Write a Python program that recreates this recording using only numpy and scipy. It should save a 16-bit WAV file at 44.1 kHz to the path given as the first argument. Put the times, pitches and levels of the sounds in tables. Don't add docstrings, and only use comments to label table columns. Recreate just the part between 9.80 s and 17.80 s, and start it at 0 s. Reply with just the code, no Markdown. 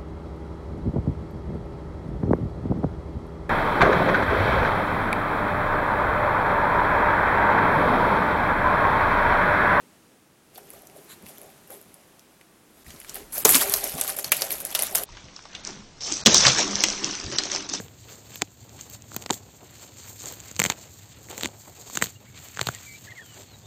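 import sys
import numpy as np
from scipy import signal
from scipy.fft import rfft, irfft, next_fast_len
from scipy.io import wavfile
from scipy.ndimage import uniform_filter1d, map_coordinates

SR = 44100
rng = np.random.default_rng(int(sys.argv[2]) if len(sys.argv) > 2 else 0)


def master(y):
    cut = np.clip(np.atleast_2d(y).T, -1, 1)
    pcm = np.round(cut * 32767)
    wavfile.write(sys.argv[1], SR, pcm.astype(np.int16))


def ratio_of_db(decibels):
    return 10 ** (np.asarray(decibels, float) / 20)


N = 352800

# (frequency [Hz], level [dB per Hz])
EDGE_COLOUR = [(2900, -31), (5000, -24), (6900, -11), (9000, -5), (11900, 3.5), (13500, -5), (15000, -9.5),
               (17500, -17)]
# (frequency [Hz], level [dB per Hz])
FACE_COLOUR = [(530, -25.5), (900, -2), (1410, -3), (1530, -3.5), (2350, -3.5), (3970, -5.5), (7000, -3.5),
               (9100, -6), (15400, -120)]
# (time of peak [s], chatter [dB], face over chatter [dB], rise t60 [s], fall t60 [s])
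SWINGS = [(3.525, -31.5, -19, 0.0112, 0.76), (3.56, -28, -12, 0.11, 0.62), (3.656, -16, -8, 0.027, 0.17),
          (3.7, -11, -16, 0.12, 0.22), (3.755, -12, -9.5, 0.17, 0.2), (3.815, -20, -9, 0.11, 0.21),
          (3.934, -28.5, -7, 0.81, 0.68), (4.046, -31, -8.5, 0.2, 0.76), (4.183, -34, -5.5, 0.079, .8),
          (4.24, -37.5, -12, 0.42, 0.57), (4.289, -30, -8, 0.18, 0.26), (4.39, -25.5, -13, 0.096, 0.091),
          (4.455, -38, -4.5, 0.47, 0.43), (4.523, -28, -2.5, 0.017, 0.31), (4.623, -32, -6, 0.26, 0.48),
          (4.723, -30, -7.5, .11, 0.35), (4.812, -35, -11, 0.13, 0.083), (4.861, -36.5, -8, 0.12, .22),
          (4.956, -31.5, -3.5, 0.031, 0.15), (5.03, -31, -5, 0.55, 0.41), (5.156, -25.5, -9, 0.045, 0.37)]


def unit(x):
    return x / np.sqrt(np.mean(x ** 2) + 1e-20)


def along(points, hz):
    point_hz, value = np.transpose(points)
    return np.interp(np.log(hz + 1), np.log(point_hz + 1), value)


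def curve(points):
    s, value = np.transpose(points)
    return np.interp(np.arange(N) / SR, s, value)


def filtered(x, response):
    size = next_fast_len(N + SR // 2)
    h = response(np.fft.rfftfreq(size, 1 / SR))
    level_kept = unit(np.abs(h)) * np.exp(1j * np.angle(h))
    return irfft(rfft(x, size) * level_kept, size)[:N]


def colour(points):
    return lambda hz: ratio_of_db(along(points, hz))


def modes(rows):
    def response(f):
        total = 0
        for k, (centre, width, db) in enumerate(rows):
            resonance = 1j * f * width / (centre * centre - f * f + 1j * f * width)
            total = total + (-1) ** k * ratio_of_db(db) * resonance
        return total
    return response


def swell(s, db, rise, fall):
    t = np.arange(0, N / SR, .001)
    late = t - s[:, None]
    before_peak, after_peak = -late / np.abs(rise)[:, None], late / np.abs(fall)[:, None]
    decades = np.where(late < 0, before_peak, after_peak)
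    power = ratio_of_db(db[:, None] - 60 * decades) ** 2
    return np.interp(np.arange(N) / SR, t, np.sqrt(power.sum(0)))


def bursts(s, db, decay_ms, face_hz=None, width=.35, direct=.89, size=768):
    strike = 1.6
    k = np.arange(size)
    decay_ms = np.clip(decay_ms, .15, 6)[:, None]
    puffs = rng.standard_normal((len(s), size)) * np.exp(-1000 * k / SR / decay_ms)
    puffs[:, 0] += strike * np.sign(puffs[:, 0])
    if face_hz is not None:
        f, c = np.fft.rfftfreq(size, 1 / SR), face_hz[:, None]
        resonance = 3j * f * width * c / (c * c - f * f + 1j * width * f * c)
        puffs = irfft(rfft(puffs) * (direct + resonance), size)
    puffs *= np.sqrt(decay_ms * SR / 2000) / np.linalg.norm(puffs, axis=1, keepdims=True)
    at = np.round(s * SR).astype(int)[:, None] + k
    return np.bincount(at.ravel(), (ratio_of_db(db)[:, None] * puffs).ravel(), N + SR)[:N]


def room(x):
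    # (frequency [Hz], t60 [s])
    room_t60 = [(300, 0.35), (2000, 0.064), (8000, 0.093), (15000, 0.15)]
    hz, t, z = signal.stft(rng.standard_normal(SR // 2), SR, nperseg=256)
    fading = z * ratio_of_db(-60 * t / along(room_t60, hz)[:, None])
    tail = signal.istft(fading, SR, nperseg=256)[1]
    delayed = np.pad(x, (130, 0))
    return signal.fftconvolve(delayed, tail / np.linalg.norm(tail))[:N]


def hush():
    # (frequency [Hz], level [dB per Hz])
    hush_colour = [(20, -75.5), (40, -14), (167, 0.5), (328, 0), (580, -6), (1100, -9.5), (4550, -17.5),
                   (10300, -17.5), (15000, -23), (17500, -23.5)]
    # (time [s], level [dB])
    room_db = [(0, -60.5), (.5, -64.5), (1.3, -58.5), (2.9, -63), (3.26, -58.5), (5.27, -54.5)]
    # (time [s], level [dB])
    hand_db = [(0, -92), (.44, -94), (1.01, -76), (1.28, -91), (1.6, -81), (2.73, -85), (3.26, -66.5),
               (3.79, -60), (4.27, -60), (4.55, -77), (4.73, -65), (5.27, -60)]
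    stir_db, stir_s = -29, 0.14
    s, db, _, rise, fall = np.transpose(SWINGS)
    stirred = swell(s, db + stir_db, rise + stir_s, fall + stir_s)
    level = np.hypot(ratio_of_db(curve(room_db)), stirred)
    tone = filtered(rng.standard_normal(N), colour(hush_colour))
    hand_colour = colour([(8, -31.0), (30, -5.0), (90, -10.0), (250, -35), (600, -120)])
    rumble = filtered(rng.standard_normal(N), hand_colour)
    return ratio_of_db(5.5) * level * tone + ratio_of_db(curve(hand_db) + 4.5) * rumble


def grain(share, low_hz, high_hz):
    still_s = .65
    s, size, pitch = rng.random((8000, 3)).T
    tick_hz = low_hz * (high_hz / low_hz) ** pitch
    ticks = bursts(5.3 * s, 16 * size ** 3, .3 + .6 * size, tick_hz, width=.22, size=192)
    z = signal.stft(rng.standard_normal(N), nperseg=256)[2]
    patches = uniform_filter1d(rng.standard_normal(z.shape), size=4, axis=0)
    patches = uniform_filter1d(patches, size=7, axis=1)
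    scrape = signal.istft(z * ratio_of_db(4 * unit(patches)), nperseg=256)[1][:N]
    moving = np.arange(N) > still_s * SR
    return unit(share * unit(ticks) + unit(scrape)) * moving


def rattle():
    # (time of peak [s], chatter [dB], face over chatter [dB], rise t60 [s], fall t60 [s])
    nudges = [(.76, -53, -7.5, 0.15, 0.73), (.947, -52.5, -7, 0.73, 0.66), (1.168, -54.5, -10.5, .2, 1.9),
              (1.492, -42, -11, 0.15, 0.17), (1.54, -54.5, -6.5, .3, 2.2), (1.924, -42.5, -11.5, 0.13, 0.3),
              (2.05, -63, -7, .6, 4.8), (3.01, -57.5, -6.5, 0.69, .2), (3.087, -50, -3.5, 0.26, 1.3),
              (3.231, -52.5, -27, 0.66, 1.4), (3.295, -50.5, 0.5, 0.18, 0.44), (3.355, -41, -6, 0.13, 0.35)]
    s, db, face_db, rise, fall = np.transpose(nudges + SWINGS)
    chatter = filtered(grain(0.59, low_hz=5790, high_hz=17000), colour(EDGE_COLOUR))
    edges = ratio_of_db(-4.0) * swell(s, db, rise, fall) * chatter
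    scrape = filtered(grain(0.49, low_hz=1500, high_hz=7740), colour(FACE_COLOUR))
    return edges + ratio_of_db(2.0) * swell(s, db + face_db, rise, fall) * scrape


def rebounds():
    # (time [s], level [dB],
    # frequency [Hz])
    rebound_ticks = [(0.7475, -44, 11700), (0.7534, -41, 12500), (0.7617, -46, 12300), (0.777, -48, 3400),
                     (0.7771, -37, 12200), (0.7829, -40, 11400), (0.7848, -44, 11700), (0.8929, -45, 12400),
                     (0.9525, -44, 11300), (0.961, -48.5, 11300), (0.9919, -45, 11400),
                     (1.0538, -49.5, 11500), (1.0746, -49, 6800), (1.1146, -48, 11700), (1.163, -46, 11220),
                     (1.1712, -42, 10600), (1.4547, -51, 11100), (1.4868, -42.5, 12100),
                     (1.4935, -39.5, 11700), (1.5516, -47, 11500), (1.576, -46, 3500), (1.5782, -49, 12300),
                     (1.5825, -46, 6800), (1.6334, -42, 11200), (1.6592, -49, 11700), (1.7019, -47, 11600),
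                     (1.7051, -47, 12000), (1.876, -47, 11200), (2.0268, -50, 6800), (2.1457, -49, 10900),
                     (3.0648, -40, 1900), (3.0676, -49, 10100), (3.0814, -46, 11700), (3.2019, -32, 10600),
                     (3.2838, -44, 5700), (3.3551, -27, 11500), (3.3726, -35, 11800), (3.4324, -45, 2380),
                     (3.5241, -34, 11200), (3.5814, -14.5, 12700), (3.6922, -12, 11600),
                      (3.7536, -6, 6900), (3.8127, -15.5, 12700), (3.825, -21.5, 6200),
                      (3.8748, -24, 11760), (3.9009, -29, 11800), (3.901, -29.5, 4600),
                      (3.9226, -15.5, 10740), (3.9403, -11.5, 11700), (3.941, -16.5, 5560),
                      (3.965, -21.5, 11650), (4.0089, -32, 5100), (4.0382, -29.5, 10770),
                      (4.0883, -30.5, 6500), (4.114, -33, 4900), (4.1263, -34, 11130),
                      (4.1704, -34.5, 11160), (4.178, -29.5, 10100), (4.1815, -30.5, 10850),
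                      (4.1835, -38, 3620), (4.2036, -28.5, 10870), (4.269, -34, 3220), (4.277, -33.5, 3700),
                      (4.2856, -25.5, 10670), (4.3648, -28, 11500), (4.3685, -22, 11160),
                      (4.3953, -24.5, 11630),
                     (4.429, -33, 11200), (4.4314, -31, 11700), (4.5685, -23, 11400),
                     (4.5716, -23.5, 11300), (4.5778, -26, 11100), (4.6095, -23, 11400),
                     (4.6129, -23.5, 10900), (4.6297, -28, 11600), (4.6428, -30, 11700),
                     (4.6504, -30, 6600), (4.6556, -31.5, 10900), (4.7042, -28, 12400),
                     (4.7197, -17, 12600), (4.7251, -15, 11800), (4.7292, -32.5, 6300),
                     (4.7389, -26.5, 11200), (4.8041, -24, 11600), (4.8093, -27, 11550),
                     (4.8151, -34, 11800), (4.8695, -25, 10600), (4.9053, -32, 5800), (4.9248, -33.5, 3400),
                     (4.9443, -28, 11100), (4.997, -18, 10000), (5.0003, -24, 4500), (5.0003, -23, 11100),
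                     (5.027, -20, 11800), (5.0318, -26, 3600), (5.0633, -29, 11000), (5.1262, -27, 11800),
                     (5.1294, -34, 11630), (5.1495, -14.5, 11070), (5.1557, -10.5, 7420),
                     (5.1564, -9, 11700), (5.1761, -32.5, 6300), (5.1761, -24.5, 11700),
                     (3.6526, -6, 13500), (3.6045, -22, 11800), (3.8227, -22.5, 7100), (3.8157, -16.5, 12200),
             (4.1516, -28, 8600), (4.2698, -26.5, 6500), (4.3726, -40, 2960), (5.7, -19, 11700),
             (4.8305, -40, 6500), (6, -28, 2600), (3.8, -30, 3300), (4.5917, -29, 11500)]
    s, db, hz = np.transpose(rebound_ticks)
    decay_ms = np.full(len(s), 0.54)
    ticks = bursts(s, db + 3.5, decay_ms, hz, width=0.12, direct=.03)
    return ticks + ratio_of_db(-8.0) * room(ticks)


def slaps():
    # (time [s], edge [dB], face over edge [dB], face frequency [Hz], decay [ms])
    clacks = [(3.5795, -19, -6, 5060, 1.3), (3.65, -0.5, 1.5, 7000, 1.3), (3.6551, 5, -7, 5740, 0.59),
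              (3.6808, -15.5, -1.5, 1000, 5.3), (3.6921, 5, -13.5, 2100, 0.76),
              (3.7457, -12.5, 8, 3600, 1.3), (3.7534, -13, 4, 3300, 2.2), (3.7612, -13, -7, 5000, 2.5),
              (3.812, -14, -5.5, 1860, 1.7), (3.8977, -4, -16.5, 5700, 0.28), (3.9388, 3, -3, 4070, 0.46),
              (4.039, -34.5, 13, 6700, 2), (4.1817, -19.5, 1.5, 1160, 0.41), (4.2124, -6, 3, 8450, 0.51),
              (4.2134, -17.5, -1.5, 3470, 2), (4.4443, -14.5, 1.5, 5100, 1.3),
              (4.5189, -5.5, -0.5, 2620, 4.4), (4.62, -12, 2, 4640, 2.25),
              (4.7063, -13.5, -2.5, 2750, 0.71), (4.8512, -7.5, -20, 4130, 0.8),
              (4.926, -28.5, -1, 3300, 4), (4.9499, -10.5, 0, 3320, 4.5), (4.992, -7.5, -5, 3060, 0.59),
              (5.152, 0.5, -10, 2010, 0.49), (5.182, -17.5, 0.5, 5400, 1.8)]
    # (time [s], edge [dB], face over edge [dB], face frequency [Hz], decay [ms])
    taps = [(0.758, -48, 16.5, 3700, 0.7), (.935, -38, -9, 1000, 4), (1.0708, -35, 2, 8200, 1.1),
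            (1.099, -36, 0, 2100, .3), (1.4608, -36, 1, 3800, .6), (1.465, -35.5, 1, 2680, 1.5),
            (1.583, -29, -6, 1200, .6), (2.0142, -36.5, -16, 7500, 1.8), (2.394, -42, 4, 5500, 1.2),
            (2.612, -49, 13, 2300, 1.4), (3.105, -40.5, 8.5, 3480, 1.9), (3.162, -53.5, 17.5, 4700, 1.1),
            (3.201, -34.5, -6, 2600, 2.4), (3.2154, -41.5, 12.5, 3000, .6), (3.2467, -38.5, 9, 1780, 1.3),
            (3.3647, -34.5, 4, 1500, 1.8), (3.295, -27.5, 5, 6200, 1.6), (3.345, -16, -32, 11000, 0.27),
            (3.357, -16, -16, 2900, 0.42), (3.523, -34, -0.5, 6320, 1.1)]
    # (time [s], level [dB])
    edge_ticks = [(3.7225, -7.5), (3.876, -19.5), (3.9233, -11), (3.9548, -21), (3.9706, -10),
                  (4.0422, -10), (4.075, -19.5), (4.096, -14.5), (4.12, -19.5), (4.1406, -22),
                  (4.1702, -29.5), (4.2006, -17.5), (4.238, -10), (4.2474, -13), (4.2785, -10.5),
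                  (4.2946, -10.5), (4.3006, -9), (4.366, -17.5), (4.3885, -9), (4.568, -12.5),
                  (4.61, -18.5), (4.6504, -20.5), (4.7283, -14.5), (4.783, -22.5), (4.803, -19),
                  (4.914, -20), (5.023, -3.5), (5.035, -10), (5.0686, -12), (5.2359, -11.5), (5.233, -24)]
    # (time [s], level [dB])
    faint_ticks = [(0.753, -35.5), (.777, -37), (0.7808, -24), (.8701, -38), (0.904, -24), (1.8755, -36),
                   (1.021, -34), (1.0531, -44), (1.425, -32), (1.616, -28.5), (1.6332, -40), (1.905, -29),
                   (1.9151, -36.5), (2.0268, -40.5), (2.1427, -29)]
    # (time [s], level [dB])
    snaps = [(3.673, -19), (3.7186, -28), (3.7396, -10.5), (3.7462, -6), (3.7534, -2), (3.7608, 1.5),
             (3.8252, -17.5), (3.9626, -9.5), (4.2894, -22), (4.3801, -33), (4.7168, -13.5),
             (4.8185, -23.5), (4.9055, -23), (5.1124, -22), (5.1095, -28), (5.176, -11.5), (5.188, -14.5)]
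    # (frequency [Hz], level [dB per Hz])
    rim_colour = [(3900, -37.5), (7000, -19), (9000, -3.5), (11900, 5), (14000, -7.5), (15500, -12.5),
                  (17000, -25.5)]
    tick_ms, tick_face_db, faint_face_db = 0.52, -9.5, -11

    touches = [(s, db, tick_face_db) for s, db in edge_ticks]
    touches += [(s, db, faint_face_db) for s, db in faint_ticks]
    touches += [(s, db, tick_face_db) for s, db in snaps]
    spot_hz = 1000 * 7 ** rng.random(len(touches))
    ticks = [(*touch, hz, tick_ms) for touch, hz in zip(touches, spot_hz)]
    s, db, face_db, face_hz, decay_ms = np.transpose(clacks + taps + ticks)
    hard = len(clacks + taps)
    edge = filtered(bursts(s[:hard], db[:hard] - 4.0, decay_ms[:hard]), colour(EDGE_COLOUR))
    rim = filtered(bursts(s[hard:], db[hard:] - 3.0, decay_ms[hard:]), colour(rim_colour))
    face = bursts(s, db + face_db - 10.5, 1.7 * decay_ms, face_hz, direct=0.5)
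    return edge + rim + filtered(face, colour(FACE_COLOUR))


def rings():
    # (time [s], level [dB], frequency [Hz])
    ringing_modes = [(0.759, -52, 4500), (0.759, -47, 3500), (0.759, -47, 400), (3.65, -17, 6960),
                     (3.65, -21, 990), (3.65, -18, 8200), (3.746, -21, 4360), (3.746, -20, 6150),
                     (3.746, -22, 3290), (3.9386, -33, 9950), (3.9386, -29, 9490), (3.938, -29, 4470),
                     (4.039, -29.5, 714), (4.039, -31, 5400), (4.039, -35, 6730), (4.181, -30, 1160),
                     (4.181, -41, 620), (4.212, -20.5, 9830), (4.4445, -34, 5060), (4.4445, -37, 6650),
                     (4.4445, -39, 360), (4.5186, -19, 10000), (4.5189, -25, 3100), (4.5186, -21, 6430),
                     (4.62, -33, 4840), (4.62, -33, 6070), (4.62, -34, 7410), (4.706, -35, 4110),
                     (4.7068, -37, 550), (4.7068, -37, 8130), (4.851, -40, 8910), (4.851, -41, 4170),
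                     (4.949, -27, 5280), (4.949, -32, 7950), (4.949, -37, 4180), (4.992, -24, 10170),
                     (4.992, -32, 550), (4.992, -33, 2070), (5.15, -19, 9690), (5.151, -27, 8360),
                     (5.151, -28, 5210), (5.18, -35, 5380), (5.18, -36, 8400), (5.18, -40, 10140)]
    t60_s, onset_s = 0.026, 0.00039
    s, db, hz = np.transpose(ringing_modes)[..., None]
    t = np.arange(SR // 20) / SR
    envelope = ratio_of_db(db + 5 - 60 * t / t60_s) * (1 - np.exp(-t / onset_s))
    tones = envelope * np.sin(2 * np.pi * (hz * t + rng.random(s.shape)))
    at = np.round(s * SR).astype(int) + np.arange(len(t))
    return np.bincount(at.ravel(), tones.ravel(), N)[:N]


def recess():
    # (frequency [Hz], width [Hz], level [dB])
    air_modes = [(403.6, 19.7, 4), (558, 155, -1), (673, 202, -0.5), (797, 29, 1.5)]
    # (time of peak [s], level [dB], rise t60 [s], fall t60 [s])
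    pushes = [(.781, -44, 0.12, 0.17), (.93, -50.5, 0.62, 2.3), (1.168, -50.5, 0.15, 0.32),
              (1.5, -50, 0.14, .8), (1.65, -45.5, 0.39, 0.39), (1.924, -44.5, 0.11, 0.34),
              (2.1, -58.5, .5, 1.8), (3.02, -58, 0.37, 0.069), (3.1, -53.5, 0.21, 1.4),
              (3.36, -42, .08, 0.25), (3.581, -35, 0.08, 0.12), (3.7, -21.5, 0.08, 0.08),
              (3.8, -33.5, 0.22, 2.9), (4.046, -42, 0.59, 0.27), (4.24, -38, 0.66, .25),
              (4.289, -37, 0.24, .8), (4.39, -37.5, 0.55, .12), (4.455, -36.5, 0.18, 0.11),
              (4.535, -30.5, 0.054, 0.3), (4.623, -31, 0.07, 0.34), (4.723, -40, 0.16, 0.57),
              (4.835, -38.5, 0.056, 0.56), (4.93, -44, .5, .3), (5.03, -29.5, 0.19, 0.15),
              (5.13, -37, 0.1, 0.085), (5.2, -39, 0.89, 0.97)]
    # (time of peak [s], level [dB], rise t60 [s], fall t60 [s])
    drones = [
        (.79, -55.5, 0.23, 0.95),
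        (1.2, -54.5, 0.51, 0.26),
        (1.6, -64, .6, 0.8),
        (1.97, -52.5, 0.25, 0.35),
        (3.42, -48, 0.46, 0.19),
        (3.657, -37, 0.062, 0.66),
        (3.92, -42.5, .8, 0.25),
        (4.44, -51, 0.36, 0.22),
        (4.74, -49.5, .3, 0.51),
        (5.23, -49, .4, 0.19),
    ]
    lumps_db, lumps_per_s = 2.2, 25
    lumps = map_coordinates(rng.standard_normal(260), [np.arange(N) * lumps_per_s / SR])
    deep = filtered(rng.standard_normal(N), modes(air_modes[:1]))
    upper = filtered(rng.standard_normal(N), modes(air_modes[1:]))
    booms = swell(*np.transpose(pushes)) * ratio_of_db(lumps_db * lumps - 5.5)
    return booms * (upper + ratio_of_db(-10.5) * deep) + swell(*np.transpose(drones)) * deep


def thumps():
    # (time [s], peak level [dB], frequency [Hz], t60 [s])
    blows = [(.78, -40, 705, 0.04), (0.938, -39.5, 540, 0.034), (1.34, -52, 247, 0.035),
             (1.428, -38, 200, 0.064), (1.9, -41, 527, 0.065), (2.06, -42, 173.5, 0.034),
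             (3.066, -36.5, 70, .14), (3.4, -38, 300, 0.046), (4.46, -42, 137, .15),
             (4.561, -45, 135, 0.13), (1.435, -48, 80, .08), (1.36, -45, 200, 0.068), (.94, -50, 120, 0.13),
             (1.46, -41, 170, .05), (3.89, -34, 130, 0.06), (4.04, -35.5, 310, 0.065),
             (3.6545, -7, 440, 0.04), (3.65, -15, 480, 0.037), (3.748, -21.5, 272.6, 0.11),
             (3.938, -28.5, 650, 0.047), (3.139, -39, 233, 0.07), (4.141, -23.5, 150, 0.066),
             (4.18, -35, 270, 0.083), (4.519, -19.5, 596, 0.025), (4.95, -27, 627, 0.047),
             (5.149, -27.5, 657, 0.058)]
    out, t = np.zeros(N + SR), np.arange(SR // 4) / SR
    for s, db, hz, t60 in blows:
        drift = 0.0246 * np.cumsum(rng.standard_normal(len(t)))
        band = signal.butter(2, [.58 * hz, 2.4 * hz], "band", fs=SR)
        puff = unit(signal.lfilter(*band, rng.standard_normal(len(t))))
        body = np.sin(2 * np.pi * hz * t + drift) + 0.4 * puff * ratio_of_db(25 * t / t60)
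        onset = 1 - np.exp(-t * hz / 0.77)
        out[round(s * SR):][:len(t)] += ratio_of_db(db + 1.5 - 60 * t / t60) * onset * body
    return out[:N]


def snort():
    # (time [s], half length [s], level [dB])
    nose_puff = (1.316, 0.028, -45)
    # (frequency [Hz], width [Hz], level [dB])
    nose_modes = [(1600, 760, -1), (4040, 290, 4.5), (7160, 700, 0), (11700, 1200, 1)]
    s, half, db = nose_puff
    envelope = np.exp(-np.abs((np.arange(N) / SR - s) / half) ** 3)
    return ratio_of_db(db) * envelope * filtered(rng.standard_normal(N), modes(nose_modes))


def scene():
    near = slaps() + snort()
    blinds = rattle() + rebounds() + rings() + recess()
    return (near + ratio_of_db(-8.5) * room(near) + blinds + thumps() + hush())[None]


def stored(x):
    # (frequency [Hz], level against their surroundings [dB])
    thinning = [(2000, -18), (11000, -13), (13000, -8), (14500, -2), (17000, 0)]
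    top_hz = 17120
    hz, _, z = signal.stft(x, SR, nperseg=1024)
    power = uniform_filter1d(np.abs(z) ** 2, size=25, axis=0)
    around = np.sqrt(uniform_filter1d(power, size=3, axis=1) + 1e-20)
    strong = np.abs(z) > ratio_of_db(along(thinning, hz))[:, None] * around
    keep = strong & (hz < top_hz)[:, None]
    return signal.istft(z * keep, SR, nperseg=1024)[1][:N]


def band_limit(x):
    return signal.sosfilt(signal.butter(12, 16430, fs=SR, output="sos"), x)


def record(dry):
    # (start [s], end [s], level [dB])
    gaps = [
        (3.039, 3.043, -12),
        (3.6405, 3.6445, -45),
        (4.204, 4.209, -6),
        (4.357, 4.363, -4),
        (4.433, 4.441, -7),
        (4.938, 4.943, -6),
        (4.383, 4.386, -6),
        (4.268, 4.269, -4),
        (5.244, 5.257, -13),
    ]
    replay_at_s, replay_shift_s = 5.256, .8395
    live_top_hz = 15950
    t = np.arange(N) / SR
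    gain_db = np.zeros(N)
    for a, b, db in gaps:
        gain_db += np.interp(t, [a - .002, a, b, b + .002], [0, db, db, 0])
    live = stored(dry[0]) * ratio_of_db(gain_db)
    slow = signal.resample(live, 2 * N)[round(replay_shift_s * SR):][:N]
    live = irfft(rfft(live) * (np.fft.rfftfreq(N, 1 / SR) < live_top_hz), N)
    cut = np.where(t < replay_at_s, live, slow)
    mix = np.clip(cut, -1, 1)[None]
    return band_limit(mix)


dry = scene()
out = record(dry)
master(out)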